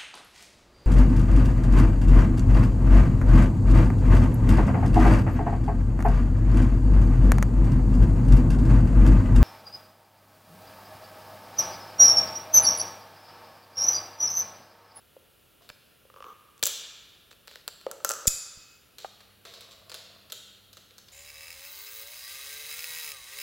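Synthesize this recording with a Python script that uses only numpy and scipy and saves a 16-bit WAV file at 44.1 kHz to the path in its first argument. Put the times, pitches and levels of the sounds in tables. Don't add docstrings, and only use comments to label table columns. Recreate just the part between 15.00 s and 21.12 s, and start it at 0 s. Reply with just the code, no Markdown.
import sys
import numpy as np
from scipy import signal
from scipy.fft import rfft, irfft
from scipy.io import wavfile
from scipy.ndimage import uniform_filter1d, minimum_filter1d

SR = 44100
rng = np.random.default_rng(int(sys.argv[2]) if len(sys.argv) > 2 else 0)


def wav_record(signal):
    frames = np.transpose(np.atleast_2d(signal))
    bounded = np.clip(frames, -1, 1)
    quanta = np.round(bounded * 32767).astype(np.int16)
    wavfile.write(sys.argv[1], SR, quanta)


N = 269872
T = np.arange(N) / SR
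BLOW_T = T[:SR // 10]

# (frequency [Hz], level [dB], t60 [s])
WOOD_MODES = [
    [(490, 6, 0.049), (580, 5, 0.043)],
    [(1332, -8.5, 0.007), (1630, 1, 0.0036), (2510, -1.5, 0.0045)],
    [(3770, 0.5, 0.0048), (4210, 9.5, 0.0031), (4950, 5, 0.0018)],
    [(6180, -6.5, 0.0018), (7200, -9, 0.0042)],
    [(10700, 0, 0.00085), (12440, -6, 0.0018), (14700, 0.5, 0.00068)],
]


def undb(db):
    return 10 ** (np.asarray(db) / 20)


def add(track, start_s, x):
    i = int(round(start_s * SR))
    track[i:i + len(x)] += x[:N - i]


def with_send(x, room_db):
    return np.array([x, x * undb(room_db)])


def along(points, hz, column=1):
    points = np.array(points)
    return np.interp(np.log(hz + 1e-9), np.log(points[:, 0]), points[:, column])


def colour(x, points):
    hz = np.arange(N // 2 + 1) * SR / N
    return irfft(rfft(x) * undb(along(points, hz)), N)


def highpass(x, hz, order=3):
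    return signal.sosfilt(signal.butter(order, hz, "high", fs=SR, output="sos"), x)


def ring(modes, t, spread):
    out = 0
    for hz, db, t60_s in modes:
        shift, weight = rng.standard_normal(2)
        wave = np.sin(2 * np.pi * hz * (1 + spread * shift) * t)
        out = out + undb(db + 2 * weight) * wave * np.exp(-np.log(1000) * t / t60_s)
    return out


def strike(modes, db, chatter, chatter_s, spread):
    lowest_hz = modes[0][0]
    force = rng.standard_normal(len(BLOW_T)) * np.exp(-BLOW_T / chatter_s * (1 + (lowest_hz / 4500) ** 2))
    force *= chatter / np.linalg.norm(force)
    force[0] += 1
    x = signal.fftconvolve(force, ring(modes, BLOW_T, spread))[:len(BLOW_T)]
    x = highpass(x, 0.8 * lowest_hz)
    return x * undb(db) * np.sqrt(0.008 * SR / np.sum(x ** 2))


def clink(registers, voice_db, db, hardness_db_oct, ping_db, **contact):
    knee_hz = 1510
    octaves = np.maximum(np.log2([modes[0][0] / knee_hz for modes in registers]), 0)
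    levels_db = db + np.array(voice_db) + hardness_db_oct * octaves
    levels_db[3] += ping_db
    return sum(strike(modes, level_db, **contact) for modes, level_db in zip(registers, levels_db))


def friction(start_s, end_s, db, modes, rate_hz, scatter_db):
    chance, size = rng.random(SR), rng.standard_normal(SR)
    n = int(np.clip((end_s - start_s) * SR, 100, SR))
    slips = (chance < rate_hz / SR) * undb(scatter_db * size) * np.sign(size)
    force = (slips + 0.033 * size)[:n] * np.linspace(1, 0.5, n)
    x = highpass(signal.fftconvolve(force, ring(modes, BLOW_T, spread=0.0064)), 370)
    return x * undb(db) * np.sqrt(n / np.sum(x ** 2))


def tones(lines):
    out = 0
    for hz, db in lines:
        drift_rad = np.cumsum(rng.standard_normal(N)) * hz * 2e-5
        out = out + np.sqrt(2) * undb(db) * np.sin(2 * np.pi * hz * T + drift_rad)
    return out


def background(air_db=-61.5, hum_from_s=3.98):
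    # (frequency [Hz], relative density [dB])
    air_spectrum = [(15, -33.5), (28, -17), (53, -7), (120, -8.5), (300, -14), (480, -12.5), (700, -18),
                    (1000, -21.5), (1370, -17.5), (2100, -22), (2900, -16), (5500, -26.5), (8300, -28),
                    (10500, -22.5), (16000, -23)]
    # (frequency [Hz], side minus mid [dB])
    air_side = [(60, -13.5), (300, -1), (700, 0.5), (2400, -24), (16000, -27.5)]
    # (frequency [Hz], level [dB])
    whine = [(1373, -80.5), (2859, -83)]
    # (frequency [Hz], level [dB])
    hum = [(100, -71), (199.5, -73.5)]
    air = [colour(rng.standard_normal(N), air_spectrum) for _ in range(2)]
    mid, side = (x * undb(air_db) / np.sqrt(np.mean(x ** 2)) for x in air)
    side = colour(side, air_side)
    mid = mid + tones(whine) + tones(hum) * np.clip((T - hum_from_s) * 10, 0, 1)
    return np.array([mid + side, mid - side])


def room(x, width, build_s=0.0085):
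    # (frequency [Hz], band level [dB], t60 [s])
    reverb = [(150, 1, 0.5), (300, -11, 1), (503, -9, 0.89), (1300, -9, 1.61), (2600, -5, 1.5),
              (4040, -6, 1.27), (6650, -5.5, 0.76), (8010, -8, 0.64), (9400, -12, 0.56), (15560, -15, .36)]
    t = T[:int(1.4 * SR)]
    hz = np.arange(len(t) // 2 + 1) * SR / len(t)
    centres_hz = np.geomspace(150, 16000, 16)
    noise = rfft(rng.standard_normal((2, len(t))))
    onset = 1 - np.exp(-(t / build_s) ** 2)
    response = 0
    for centre_hz, pick in zip(centres_hz, np.eye(len(centres_hz))):
        fade = onset * np.exp(-np.log(1000) * t / along(reverb, centre_hz, column=2))
        band = irfft(noise * np.interp(hz, centres_hz, pick), len(t))
        response = response + band * fade / np.linalg.norm(fade) * undb(along(reverb, centre_hz))
    mid, side = (signal.fftconvolve(x, r)[:N] for r in response)
    return np.array([mid + width * side, mid - width * side])


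def placed(source, width, mirror_db):
    # (frequency [Hz], side gain [dB])
    reflection = [(250, 3), (500, -0.5), (1200, -4), (2200, -9.5), (4000, -5), (8000, -2), (14000, -12.5)]
    direct, send = source
    delay_samples = int(rng.integers(8, 20))
    mirrored = colour(np.roll(direct, delay_samples), reflection) * undb(mirror_db)
    return np.array([direct + mirrored, direct - mirrored]) + room(send, width)


def thumps(recover_s=0.025, left_db=-5, right_db=5.5):
    # (time [s], level [dB], half width [s])
    pulses = [(0.703, -49.5, 0.0012), (1.641, -43, 0.0014), (3.2777, -18.5, 0.002), (3.345, -48, 0.0025),
              (3.575, -47.5, 0.0017)]
    x = -sum(undb(db) * np.exp(-((T - s) / width_s) ** 2) for s, db, width_s in pulses)
    x = highpass(x, 1 / (2 * np.pi * recover_s), order=1)
    return np.array([x * undb(left_db), x * undb(right_db)])


def knock(start_s, db, room_db):
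    # (frequency [Hz], level [dB], t60 [s])
    modes = [(634, -7, 0.0083), (800, 2, 0.014), (1180, -8, 0.025), (1480, -19, 0.008)]
    stereo, echo = np.zeros((2, 2, N))
    shared = strike(modes, db, chatter=0.5, chatter_s=0.0047, spread=0.023)
    for side in stereo:
        add(side, start_s, shared + strike(modes, db + 5, chatter=1.8, chatter_s=0.0062, spread=0.083))
    add(echo[1], start_s, shared * undb(room_db))
    return stereo, echo


def shell_hz(time_s):
    return 1191 if 1.0 < time_s < 1.6 else 1280


def patter_and_rubs():
    # (start [s], end [s], level [dB])
    patter = [(0.608, 0.666, -64), (4.46, 5.3, -63.5)]
    # (start [s], end [s], level [dB])
    rubs = [(1.169, 1.191, -51.5), (1.244, 1.331, -47.5), (3.121, 3.242, -47.5)]
    wood = [(604, -1.5, 0.06), (677, 3.0, 0.037), (1093, 7.5, 0.012)]
    out = np.zeros(N)
    for start_s, end_s, db in patter:
        add(out, start_s, friction(start_s, end_s, db, wood, rate_hz=110, scatter_db=1.5))
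    for start_s, end_s, db in rubs:
        shell = [(510, -9, 0.03), (shell_hz(start_s), 0, 0.026),
                 (3200, -11, 0.003), (6000, -13, 0.002), (14000, -3, 0.001)]
        add(out, start_s, friction(start_s, end_s, db, shell, rate_hz=500, scatter_db=0.5))
    return with_send(out, room_db=0.5)


def bumps(claw_db=-9):
    # (time [s], cavity [dB], shell [dB])
    touches = [(0.166, -46.5, -70), (1.052, -56, -75), (1.1005, -60, -53.5), (1.141, -57, -54),
               (1.162, -53, -50.5), (1.2047, -49, -46.5), (1.2247, -61, -42.5), (1.2423, -84, -43.5),
               (2.8659, -27, -41), (3.0034, -55, -52.5), (3.2552, -38.5, -44.5)]
    cavity = [(521, 0, 0.025), (820, -17, 0.014)]
    claw = [(2690, 3.5, 0.0035), (4540, -8, 0.0019)]
    contact = dict(chatter=0.54, chatter_s=0.0023)
    out = np.zeros(N)
    for s, cavity_db, shell_db in touches:
        add(out, s, strike(cavity, cavity_db, chatter=0.2, chatter_s=0.001, spread=0.0082))
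        add(out, s, strike([(shell_hz(s), 0, 0.022)], shell_db, spread=0.011, **contact))
        add(out, s, strike(claw, shell_db + claw_db, spread=0.055, **contact))
    return with_send(out, room_db=1.5)


def slide(start_s, end_s, db):
    voice_db = (-16, -16, 4.5, 8.0, 0.5)
    wood = [(hz, mode_db + weight_db, t60_s)
            for modes, weight_db in zip(WOOD_MODES, voice_db) for hz, mode_db, t60_s in modes]
    return friction(start_s, end_s, db, wood, rate_hz=2000, scatter_db=0.5)


def coin_heap(rebound_s=0.0053, rebound_db=-4, slide_db=-53):
    # (time [s], level [dB], hardness [dB/oct], slide length [s])
    shifts = [(3.984, -58, 3.5, 0.085), (4.2054, -58, -4, 0), (4.452, -51, -3.5, 0.1),
              (4.5386, -57.5, 0, 0.046), (4.608, -61.5, 3.5, 0.044), (4.711, -66, -1, 0.026),
              (4.8965, -53.5, 0.5, 0.0029), (4.9171, -48.5, -1, 0.0014), (4.943, -48, 1, 0.054),
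              (5.3002, -58, 0, 0.0089), (5.3213, -48.5, 4, 0.0043), (5.7305, -62, 2.5, 0),
              (5.7701, -54.5, -1.5, 0.0053), (5.9818, -59.5, 2, 0.0016), (5.908, -68, -4, 0.0031),
              (6.083, -72, -13, 0.013)]
    # (thud, knock, clack, ping, tick) [dB]
    voice_db = (-3, 1, 6, -2, -2)
    contact = dict(ping_db=0, chatter=1.16, chatter_s=0.0068, spread=0.07)
    clinks, slides = np.zeros((2, N))
    for s, db, hardness_db_oct, slide_s in shifts:
        for lag_s, drop_db in ((0, 0), (rebound_s, rebound_db)):
            add(clinks, s + lag_s, clink(WOOD_MODES, voice_db, db + drop_db, hardness_db_oct, **contact))
        if slide_s > 0:
            add(slides, s, slide(s, s + slide_s, slide_db))
    return with_send(clinks, room_db=5.5) + with_send(slides, room_db=5)


def coin_slides():
    # (start [s], end [s], level [dB])
    slides = [(0.619, 0.695, -65), (0.694, 0.704, -51), (1.627, 1.637, -26), (1.656, 1.695, -41.5),
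              (2.309, 2.337, -57), (2.481, 2.615, -56)]
    out = np.zeros(N)
    for start_s, end_s, db in slides:
        add(out, start_s, slide(start_s, end_s, db))
    return with_send(out, room_db=-2)


def coin_ring():
    # (frequency [Hz], level [dB], t60 [s])
    free_modes = [(2552, -7, 0.33), (4430, -11, 0.79), (5090, -12.5, 0.81), (5170, -20, 0.79),
                  (6320, -10.5, .9), (7070, -18, 0.86), (7450, -11.5, .7), (7500, -15, 0.66),
                  (9760, -1, 0.57), (10300, -6, .3), (10900, 3, 0.305), (12200, -2.5, .3),
                  (12700, -12, 0.3), (13940, -12.5, 0.45)]
    lift_modes = [(5090, 0, 0.2)]
    out = np.zeros(N)
    for start_s, db, modes in ((0.71, -73.5, lift_modes), (3.276, -44.5, free_modes)):
        note = ring(modes, T[:SR], spread=0.00043)
        add(out, start_s, note * undb(db) / np.std(note[:SR // 10]))
    return with_send(out, room_db=7)


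def coin_judder():
    # (start [s], end [s], level [dB])
    bursts = [(3.2706, 3.274, -25), (3.2743, 3.2758, -5.5), (3.277, 3.2787, -16), (3.2798, 3.282, -12)]
    # (frequency [Hz], level [dB], t60 [s])
    modes = [(2600, -18, 0.0087), (4450, -27.5, 0.0027), (5500, -5, 0.0028), (6980, -4.5, 0.013),
             (7240, 4, 0.0059), (9600, 1, .002), (12200, 0.5, .0014)]
    out = np.zeros(N)
    for start_s, end_s, db in bursts:
        add(out, start_s, friction(start_s, end_s, db, modes, rate_hz=5000, scatter_db=0))
    return with_send(highpass(out, 2700), room_db=-4.5)


def coin_on_bank():
    # (time [s], level [dB], hardness [dB/oct], rim ping [dB])
    hits = [(2.9138, -42.5, -0.5, 4), (3.0476, -26.5, 0, 0.5), (3.0915, -39, -0.5, 13.5),
            (3.1008, -34, -3, 4.5), (3.1082, -30.5, -2.5, -8), (3.117, -38.5, -3, 14.5),
            (3.137, -44, -1.5, 8), (3.2713, -51, 4.5, 20), (3.2863, -56.5, 7.5, 5)]
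    # (frequency [Hz], level [dB], t60 [s])
    registers = [
        [(560, 10.5, 0.01535), (716, -12.5, 0.01)],
        [(1350, 9, 0.018), (1530, -3.5, 0.0076), (2630, -2, 0.0068)],
        [(4400, -9, 0.0023), (5130, 2, 0.0025), (6170, 6, 0.0023)],
        [(6260, -7, 0.0026), (6950, -18, 0.0096), (7500, -2, 0.0028)],
        [(10420, 23, 0.00089), (12700, -1, 0.001), (14200, 7.5, 0.0015)],
    ]
    # (thud, knock, clack, ping, tick) [dB]
    voice_db = (-5, -0.5, -2, 0.5, 2.5)
    out = np.zeros(N)
    for s, *blow in hits:
        add(out, s, clink(registers, voice_db, *blow, chatter=0.64, chatter_s=0.01, spread=0.015))
    return with_send(out, room_db=-0.5)


def coin_on_table():
    # (time [s], level [dB], hardness [dB/oct], rim ping [dB])
    hits = [(0.691, -52, 0, -3), (0.7005, -45, -7.5, 0), (1.579, -67.5, -1.5, 9), (1.594, -67, 1, 2),
            (1.6279, -25.5, 3.5, -6), (1.6373, -43.5, 3.5, 17.5), (1.6564, -48.5, 6, 11),
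            (1.6668, -38, 6, 0), (1.672, -58.5, 11, 6), (2.3135, -54, -8, 9), (2.329, -57.5, -4.5, 3),
            (2.4743, -56, -1, 1), (2.4796, -49, -2.5, -8.5), (2.5133, -54.5, -5, 3),
            (2.5373, -62, -3.5, -10), (2.5576, -47.5, -3, -13.5), (2.6787, -38.5, 0.5, -2),
            (2.686, -49.5, -1.5, 4), (2.8125, -58, -1.5, -1)]
    # (thud, knock, clack, ping, tick) [dB]
    voice_db = (-7, 1, 4, 1.5, 1)
    out = np.zeros(N)
    for s, *blow in hits:
        add(out, s, clink(WOOD_MODES, voice_db, *blow, chatter=0.45, chatter_s=0.0035, spread=0.025))
    return with_send(out, room_db=-2)


def scene():
    table = coin_on_table() + coin_heap()
    bank = coin_on_bank()
    handling = bumps() + coin_slides() + patter_and_rubs()
    near_knock, knock_echo = knock(start_s=4.0465, db=-40.5, room_db=0.5)
    return (placed(table, width=0.067, mirror_db=-15)
            + placed(bank + coin_judder(), width=0.11, mirror_db=-16.5)
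            + placed(handling + knock_echo + coin_ring(), width=0.16, mirror_db=-22.5)
            + thumps() + near_knock + background())


def record(dry):
    ceiling, release_s, top_hz = 0.54, 0.0021, 16000
    peak = np.maximum(np.abs(dry).max(axis=0), ceiling)
    held = np.exp(np.maximum.accumulate(np.log(peak) + T / release_s) - T / release_s)
    gain = uniform_filter1d(minimum_filter1d(ceiling / held, size=9), size=9)
    return signal.sosfilt(signal.ellip(8, 0.2, 70, top_hz, fs=SR, output="sos"), dry * gain)


dry = scene()
out = record(dry)
wav_record(out)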